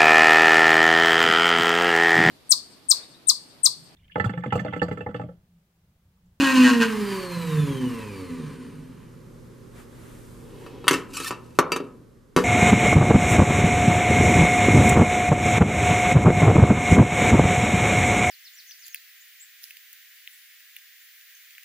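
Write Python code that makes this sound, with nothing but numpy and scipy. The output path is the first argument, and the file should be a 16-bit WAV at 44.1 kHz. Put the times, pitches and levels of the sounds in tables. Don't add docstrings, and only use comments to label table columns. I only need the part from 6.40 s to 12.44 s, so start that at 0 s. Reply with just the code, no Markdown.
import sys
import numpy as np
from scipy import signal
from scipy.fft import rfft, irfft, next_fast_len
from scipy.io import wavfile
from scipy.ndimage import uniform_filter1d

SR = 44100
rng = np.random.default_rng(int(sys.argv[2]) if len(sys.argv) > 2 else 0)


def waveform_to_disk(signal):
    frames = np.transpose(np.atleast_2d(signal))
    scaled = np.clip(frames, -1, 1) * 32767
    samples = np.round(scaled).astype(np.int16)
    wavfile.write(sys.argv[1], SR, samples)


N = 266364
T = np.arange(N) / SR
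HZ = np.fft.rfftfreq(N, 1 / SR)
START_HZ = 276.4

# start in s, length in s, level in dB, share lost by every second hit.
CHATTER_BOUTS = [(-.03, 0.15, -26, 0.85), (0.117, 0.12, -26, 0.33), (0.208, 0.09, -24, 1),
                 (0.313, 0.021, -25, 0.67), (0.388, 0.036, -22, 1)]
# frequency in Hz, level in dB, T60 in s before hand damping.
CUP_MODES = [(1002, -0.5, .22), (1271, 7.5, 0.17), (1785, -2, .22), (2330, 2, 0.16), (2595, 4, 0.097),
             (2720, 8.5, 0.13), (2934, -8.5, 0.4), (3140, -19.5, .16), (3700, -13, 0.23),
             (3800, -2.5, 0.13), (4620, 3, 0.12), (5400, -17, 0.085), (5927, -26, 0.26), (6900, -20.5, .14),
             (6640, -19, 0.055), (8800, -14, 0.14), (9100, -15, .12), (11000, -26.5, .1)]
# frequency in Hz, level in dB, T60 in s.
THUMP_MODES = [(175, -17, .14), (269, -3, .17), (345, -6, .11), (409, -3, .13), (463, -2, .14),
               (545, -8, .11)]
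# frequency in Hz, gain in dB.
STAND_RADIATION = [(50, -26), (90, -4), (130, 1), (550, -2), (620, -22), (750, -8.5), (1000, -2.5),
                   (1500, -30)]


def amp(db):
    return 10 ** (np.asarray(db) / 20)


def unit(x):
    return x / np.sqrt(np.mean(x ** 2) + 1e-20)


def curve(rows):
    return np.interp(T, *np.transpose(rows))


def at_hz(spectrum, hz):
    table_hz, value = np.transpose(spectrum)
    return np.interp(np.log(hz + 1), np.log(table_hz + 1), value)


def colour(x, spectrum):
    size = next_fast_len(len(x) + SR // 10, True)
    gain = amp(at_hz(spectrum, np.fft.rfftfreq(size, 1 / SR)))
    return irfft(rfft(x, size) * gain, size)[:len(x)]


def noise(spectrum):
    return unit(colour(rng.standard_normal(N), spectrum))


def wander(hz):
    return unit(irfft(rfft(rng.standard_normal(N)) * np.exp(-(HZ / hz) ** 2), N))


def stereo_noise(spectrum):
    # frequency in Hz, left-right correlation.
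    correlation = [(60, 0.3), (180, 0.81), (550, 0.19), (1650, 0.42), (4970, 0.76), (15000, -0.049)]
    left, other = noise(spectrum), noise(spectrum)
    alike = np.clip(at_hz(correlation, HZ), 0, 1)
    right = irfft(alike * rfft(left) + np.sqrt(1 - alike ** 2) * rfft(other), N)
    return np.array([left, right])


def resonate(x, hz, width_hz):
    return signal.lfilter(*signal.iirpeak(hz, hz / width_hz, SR), x)


def body(x, resonances):
    return sum(amp(db) * resonate(x, hz, width_hz) for hz, width_hz, db in resonances)


def ringing(modes, t, spread_db, detune):
    draws = rng.standard_normal((len(modes), 2))
    return sum(amp(db + spread_db * a - 60 * t / t60_s) * np.sin(2 * np.pi * hz * (1 + detune * b) * t)
               for (hz, db, t60_s), (a, b) in zip(modes, draws))


def damped_sine(t, hz, cycles):
    return np.sin(2 * np.pi * hz * t) * np.exp(-t * hz / cycles)


def held(start_s, length_s, attack_s, release_s):
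    rise = np.clip((T - start_s) / attack_s, 0, 1)
    return rise * np.exp(-np.maximum(T - start_s - length_s, 0) / release_s)


def swell(middle_s, half_s):
    return np.exp(-np.minimum(((T - middle_s) / half_s) ** 2, 50))


def add(mix, start_s, sound):
    part = mix[round(start_s * SR):][:len(sound)]
    part += sound[:len(part)]


def room(x, wet_db, early_db, side_db, early_s=0.0069, echoes_per_s=4000):
    # frequency in Hz, T60 in s.
    decay = [(150, 1), (450, 0.67), (1200, 0.47), (3000, 0.3), (8000, 0.087), (15000, 0.11)]
    # frequency in Hz, gain in dB.
    spread = [(100, -10), (1000, 0), (2200, -9.5), (4500, -5.5), (9000, 8), (14000, 11)]
    t = np.arange(SR) / SR
    taps = rng.choice([-1., 1.], (2, SR)) * (rng.random((2, SR)) < echoes_per_s / SR) * (t > .002)
    hz, frame_s, bins = signal.stft(taps, SR, nperseg=256)
    fade = amp(-60 * frame_s / at_hz(decay, hz)[:, None])
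    tail = signal.istft(bins * fade, SR, nperseg=256)[1][:, :SR]
    early = taps * np.exp(-t / early_s)
    response = (amp(wet_db) * unit(tail) + amp(early_db) * unit(early)) / np.sqrt(SR)
    mid, side = signal.fftconvolve(x[None], response, axes=1)[:, :N]
    return x + mid + amp(side_db) * colour(side, spread) * np.array([[1], [-1]])


def ambience(waver_rad=0.27):
    # frequency in Hz, relative density in dB.
    ventilation = [(15, -37.5), (25, -7), (86, -11.5), (122, -11), (148, -9.5), (246, -14.5), (297, -14.5),
                   (378, -12), (421, -15), (537, -17), (684, -33), (1110, -26.5), (2560, -39.5),
                   (13500, -44), (15500, -58.5)]
    # frequency in Hz, level in dB re the ventilation.
    mains = [(119.8, -5.5), (240, -9)]
    # time in s, level in dB.
    levels = [(2.6, -48.5), (4.0, -45.5), (5.1, -48), (5.8, -55)]
    hum = sum(amp(db) * unit(np.sin(2 * np.pi * hz * T + waver_rad * wander(1.9))) for hz, db in mains)
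    return amp(curve(levels)) * (stereo_noise(ventilation) + hum)


def sleeve(dull_hz=1500, bright_hz=9000):
    # frequency in Hz, relative density in dB.
    spectrum = [(800, -4), (2000, -4), (5000, -9.5), (9000, 0.5), (12000, -5), (15000, -6.5)]
    # middle in s, half length in s, level in dB, treble tilt in dB.
    swishes = [(3.39, 0.047, -49.5, -7), (3.647, 0.16, -55, -7.5), (3.905, 0.28, -59, -1),
               (4.247, .07, -54.5, -7)]
    cloth = stereo_noise(spectrum)
    out = 0
    for middle_s, half_s, db, tilt_db in swishes:
        tilt = [(dull_hz, -tilt_db), (bright_hz, tilt_db)]
        out += amp(db) * swell(middle_s, half_s) * np.array([colour(side, tilt) for side in cloth])
    return out


def grip(middle_s=4.335, half_s=0.28, level_db=-45, width_hz=70, rub_db=-15):
    # frequency in Hz, relative density in dB.
    rub_spectrum = [(500, -14), (1200, -6), (2700, 3.5), (5500, -7.5), (9000, -24)]
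    stirred = body(rng.standard_normal(N), [(hz, width_hz, db) for hz, db, _ in THUMP_MODES])
    murmur = unit(colour(stirred, STAND_RADIATION))
    return amp(level_db) * swell(middle_s, half_s) * (murmur + amp(rub_db) * noise(rub_spectrum))


def slide(grain=.55, ring_db=-8, ring_width_hz=40, squeal_db=-3, full_squeal_db=-36):
    # start in s, length in s, level in dB.
    strokes = [(4.453, 0.11, -49.5), (4.68, 0.074, -56.5), (4.73, 0.12, -38), (4.852, 0.031, -32.5),
               (4.98, 0.5, -67.5)]
    # frequency in Hz, relative density in dB.
    scrape = [(410, -59.5), (700, -18.5), (861, -12), (1190, -2.5), (2110, -15.5), (2300, -3), (2800, -3.5),
              (3360, -14), (4030, -7), (5150, -10.5), (9230, -11), (13100, -18.5), (15500, -30.5)]
    # time in s, slips per second.
    slip_rate = [(4.74, 1580), (4.78, 1320), (4.82, 1260), (4.86, 1800), (4.9, 1750)]
    pressure = np.max([amp(db) * held(start_s, length_s, attack_s=0.011, release_s=0.0095)
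                       for start_s, length_s, db in strokes], axis=0)
    rub = unit(noise(scrape) * np.exp(grain * wander(190)))
    slips = np.cumsum(curve(slip_rate) * (1 + .012 * wander(80))) / SR
    harmonics = sum(np.cos(2 * np.pi * k * slips) * (1 + .6 * wander(30)) / k ** .25 for k in range(1, 9))
    squeal = amp(squeal_db) * unit(harmonics) * np.minimum(pressure / amp(full_squeal_db), 1)
    ring = body(rub, [(hz, ring_width_hz, db) for hz, db, _ in CUP_MODES])
    return pressure * (rub + amp(ring_db) * unit(ring) + squeal)


def blows(knock_hz=1110, flex_hz=576, tick_s=0.0019, hand_damping=1.7, focus_db_per_octave=9):
    # start in s, knock in dB, tick in dB, clatter decay in s, relative ring in dB,
    # relative thump in dB, thump centre in Hz.
    impacts = [(4.264, -29, -50, 0.008, -54, -41, 400), (4.443, -29.5, -54, .011, -44.5, -36, 400),
               (4.470, -18, -47.5, .011, -41, -34, 400), (4.4805, -7, -4, 0.0052, -39.5, -23, 304),
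               (4.51, -10, -15.5, 0.04, -43, -6.5, 260), (4.531, -18.5, -19.5, 0.026, -32, -16, 266),
               (4.54, -23, -22, 0.017, -29, -14.5, 260), (4.802, -38, -31, 0.012, -39.5, -24, 327),
               (4.9078, -15.5, -29.5, 0.031, -37, -31, 388), (4.924, -21, -45, 0.0083, -43, -33.5, 400),
               (5.1886, 3, -12, 0.0027, -47, -10.5, 510), (5.3197, -21, -21.5, 0.023, -24, -17, 480),
               (5.362, -15.5, -23.5, 0.012, -36.5, -21.5, 449), (5.403, -26, -58, .011, -52, -18, 380),
               (5.9637, -8, -17.5, 0.047, -28.5, -3, 318.4), (5.975, -3, -31.5, 0.017, -43, -10, 240),
               (5.988, -11, -33, 0.035, -32, -9, 420)]
    # frequency in Hz, relative density in dB.
    tick_spectrum = [(120, -29.5), (500, -9.5), (1200, 8), (2700, 6), (3500, -0.5), (6000, 0.5), (8500, -4),
                     (12000, -8), (15000, -19.5)]
    out, t = np.zeros(N), np.arange(SR // 2) / SR
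    contact = noise(tick_spectrum)
    gripped = [(hz, db, t60_s / hand_damping) for hz, db, t60_s in CUP_MODES]
    knock = damped_sine(t, knock_hz, cycles=1.2) + amp(-9) * damped_sine(t, flex_hz, cycles=1.2)
    for start_s, knock_db, tick_db, clatter_s, ring_db, thump_db, centre_hz in impacts:
        grit = contact[rng.integers(N - len(t)):][:len(t)]
        tick = grit * (np.exp(-t / tick_s) + amp(-15) * np.exp(-t / clatter_s))
        ring = amp(ring_db - 8) * ringing(gripped, t, spread_db=3.5, detune=.011)
        low_modes = [(hz, db - focus_db_per_octave * abs(np.log2(hz / centre_hz)), t60_s)
                     for hz, db, t60_s in THUMP_MODES]
        thump = amp(thump_db - 13.5) * ringing(low_modes + low_modes, t, spread_db=1, detune=.06)
        add(out, start_s, amp(knock_db) * knock + amp(tick_db) * tick + ring + thump)
    return signal.sosfilt(signal.butter(4, 160, "high", fs=SR, output="sos"), out)


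def counter_thud(start_s=5.9645, level_db=-16, hz=185):
    out, t = np.zeros(N), np.arange(SR // 2) / SR
    add(out, start_s, amp(level_db) * damped_sine(t, hz, cycles=4.2))
    return out


def shaft_hz(t=T, brake_hz_per_s=119.9, easing_hz_per_s2=20.3):
    return np.maximum(START_HZ - brake_hz_per_s * t + easing_hz_per_s2 * t ** 2 / 2, 1e-6)


def shaft_turns(t=T):
    return np.cumsum(shaft_hz(t)) / SR


def bearing_hiss(race_hz=9250, width_hz=650, level_db=-58, fade_hz=51.4):
    hiss = resonate(resonate(rng.standard_normal(N), race_hz, width_hz), race_hz, width_hz)
    rolling = 1 - np.exp(-(shaft_hz() / fade_hz) ** 4)
    return amp(level_db) * (shaft_hz() / START_HZ) ** .45 * rolling * unit(hiss)


def whine(fade_hz=135, ripple_db=1.5, ripple_step_hz=260):
    # multiple of the shaft speed, level in dB before the housing.
    slot_orders = [(23, -60), (24, -50), (25, -60), (29, -62), (48, -54), (72, -57), (96, -63), (113, -70),
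                   (120, -66), (144, -66), (167, -68)]
    # frequency in Hz, gain in dB.
    housing = [(900, -8), (2000, -2), (2400, 4), (3400, 2), (4500, 7), (5500, -6), (7500, -2), (9500, 1),
               (12000, -2), (14500, 2)]
    turns, speed_hz = shaft_turns(), shaft_hz()
    grid_hz = np.arange(0, SR / 2, ripple_step_hz)
    peaks_db = ripple_db * rng.standard_normal(SR // 100)[:len(grid_hz)]
    tones = 0
    for order, db in slot_orders:
        hz = order * speed_hz
        antialias = np.clip((SR / 2 - hz) / 1000, 0, 1)
        tone = np.cos(2 * np.pi * order * turns + .5 * wander(90)) * amp(2 * wander(20))
        tones += antialias * amp(db + np.interp(hz, grid_hz, peaks_db)) * tone
    return colour(tones * np.minimum(speed_hz / fade_hz, 1) ** 2.5, housing)


def chatter_envelopes():
    return np.array([amp(db) * held(start_s, length_s, attack_s=0.035, release_s=0.022)
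                     for start_s, length_s, db, _ in CHATTER_BOUTS])


def whirr(level_db=-31.5, bearing_share=0.17, throb=0.058, buzz_db=-7):
    # frequency in Hz, relative density in dB.
    spectrum = [(380, -51), (650, -20.5), (882, -5.5), (1050, 3.5), (1350, -7.5), (1600, -3), (2230, -7),
                (3070, -8), (3370, -15), (4170, -11.5), (5430, -18), (9490, -19), (12000, -26.5),
                (14300, -19.5), (15500, -40)]
    turns = shaft_turns()
    patterns = signal.resample(rng.standard_normal((3, 256)), 2 ** 13, axis=1)
    angle_index = (turns % 1 * patterns.shape[1]).astype(int)
    bearings = unit(colour(sum(pattern[angle_index] * wander(1.72) for pattern in patterns), spectrum))
    air = noise(spectrum) * (1 + throb * np.cos(2 * np.pi * turns))
    flutter = 1 + .13 * wander(50)
    running = amp(level_db) * (shaft_hz() / START_HZ) ** 1.71
    buzz = amp(buzz_db) * chatter_envelopes().max(axis=0)
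    blend = np.sqrt(bearing_share) * bearings + np.sqrt(1 - bearing_share) * air
    return np.hypot(running, buzz) * blend * flutter


def chatter(uneven=0.11, grit=0.02, clamp_hz=7800):
    # frequency in Hz, width in Hz, relative level in dB.
    clamped_modes = [(1036, 24, -14.5), (1067, 31, 7.5), (1330, 25, -3), (1603, 130, 7.5), (1837, 43, 9.5),
                     (2568, 140, 7.5), (2783, 25, 13), (4100, 490, -9), (4610, 140, -18.5),
                     (5100, 200, -45), (6220, 940, -14.5), (8410, 2200, -42)]
    turns = shaft_turns() + .0065 * wander(150) + .03 * wander(12)
    count = np.floor(turns)
    bouts = chatter_envelopes()
    limp = np.array([share for *_, share in CHATTER_BOUTS])[bouts.argmax(axis=0)]
    force = (1 - limp * (count % 2)) * np.exp(uneven * wander(140))
    hits = np.diff(count, prepend=count[0])
    grinding = grit * np.exp(-(turns % 1) / .4) * rng.standard_normal(N)
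    ring = sum(amp(db + 2 * wander(33)) * resonate(force * (hits + grinding), hz, width_hz)
               for hz, width_hz, db in clamped_modes)
    ring = signal.sosfilt(signal.butter(2, clamp_hz, fs=SR, output="sos"), ring)
    running_rms = np.sqrt(abs(uniform_filter1d(ring ** 2, size=2000)) + 1e-14)
    return bouts.max(axis=0) * ring / running_rms


def unbalance(roughness=0.19):
    # multiple of the shaft speed, level in dB at the starting speed.
    orders = [(1, 0.5), (2, -7), (3, -9.5), (4, -13), (5, -14.5), (6, -16.5), (7, -18.5), (8, -21.5),
              (9, -23.5), (10, -26.5)]
    # frequency in Hz, width in Hz, gain in dB.
    stand_modes = [(107, 3, -26), (153.3, 4.1, -12.5), (172.3, 2.1, -16.5), (238.5, 7, -16.9),
                   (255.6, 4, -4.2), (275.9, 8.7, -11.8), (404.7, 57, -16.5), (455.7, 5.1, -10),
                   (531.7, 5, -25)]
    t = np.arange(-SR // 4, N) / SR
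    turns = shaft_turns(t)
    force = sum(amp(db) * np.cos(2 * np.pi * order * turns) for order, db in orders)
    shaken = body(force * shaft_hz(t) / START_HZ, stand_modes)
    return colour(shaken, STAND_RADIATION)[-N:] * (1 + roughness * wander(63.7))


def scene():
    boom = room(unbalance(), wet_db=-17, early_db=-26, side_db=1) * amp([[-1], [1]])
    motor = room(whirr() + whine() + bearing_hiss(), wet_db=-12, early_db=-15, side_db=-3.5) * amp(-1.5)
    rattle = room(chatter(), wet_db=-9.5, early_db=-1, side_db=-8.5)
    handling = blows() + counter_thud() + slide() + grip()
    cup = room(handling, wet_db=-12, early_db=-4, side_db=-8.5) * amp([[-.5], [-1.3]])
    return boom + motor + rattle + cup + sleeve() + ambience() * amp([[-.7], [.7]])


def record(dry):
    ceiling, edge_hz = .97, 15150
    limited = dry / (1 + (dry / ceiling) ** 6) ** (1 / 6)
    lowpass = signal.firwin(511, edge_hz, window=("kaiser", 9), fs=SR)
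    return signal.oaconvolve(limited, lowpass[None], "same")


dry = scene()
out = record(dry)
waveform_to_disk(out)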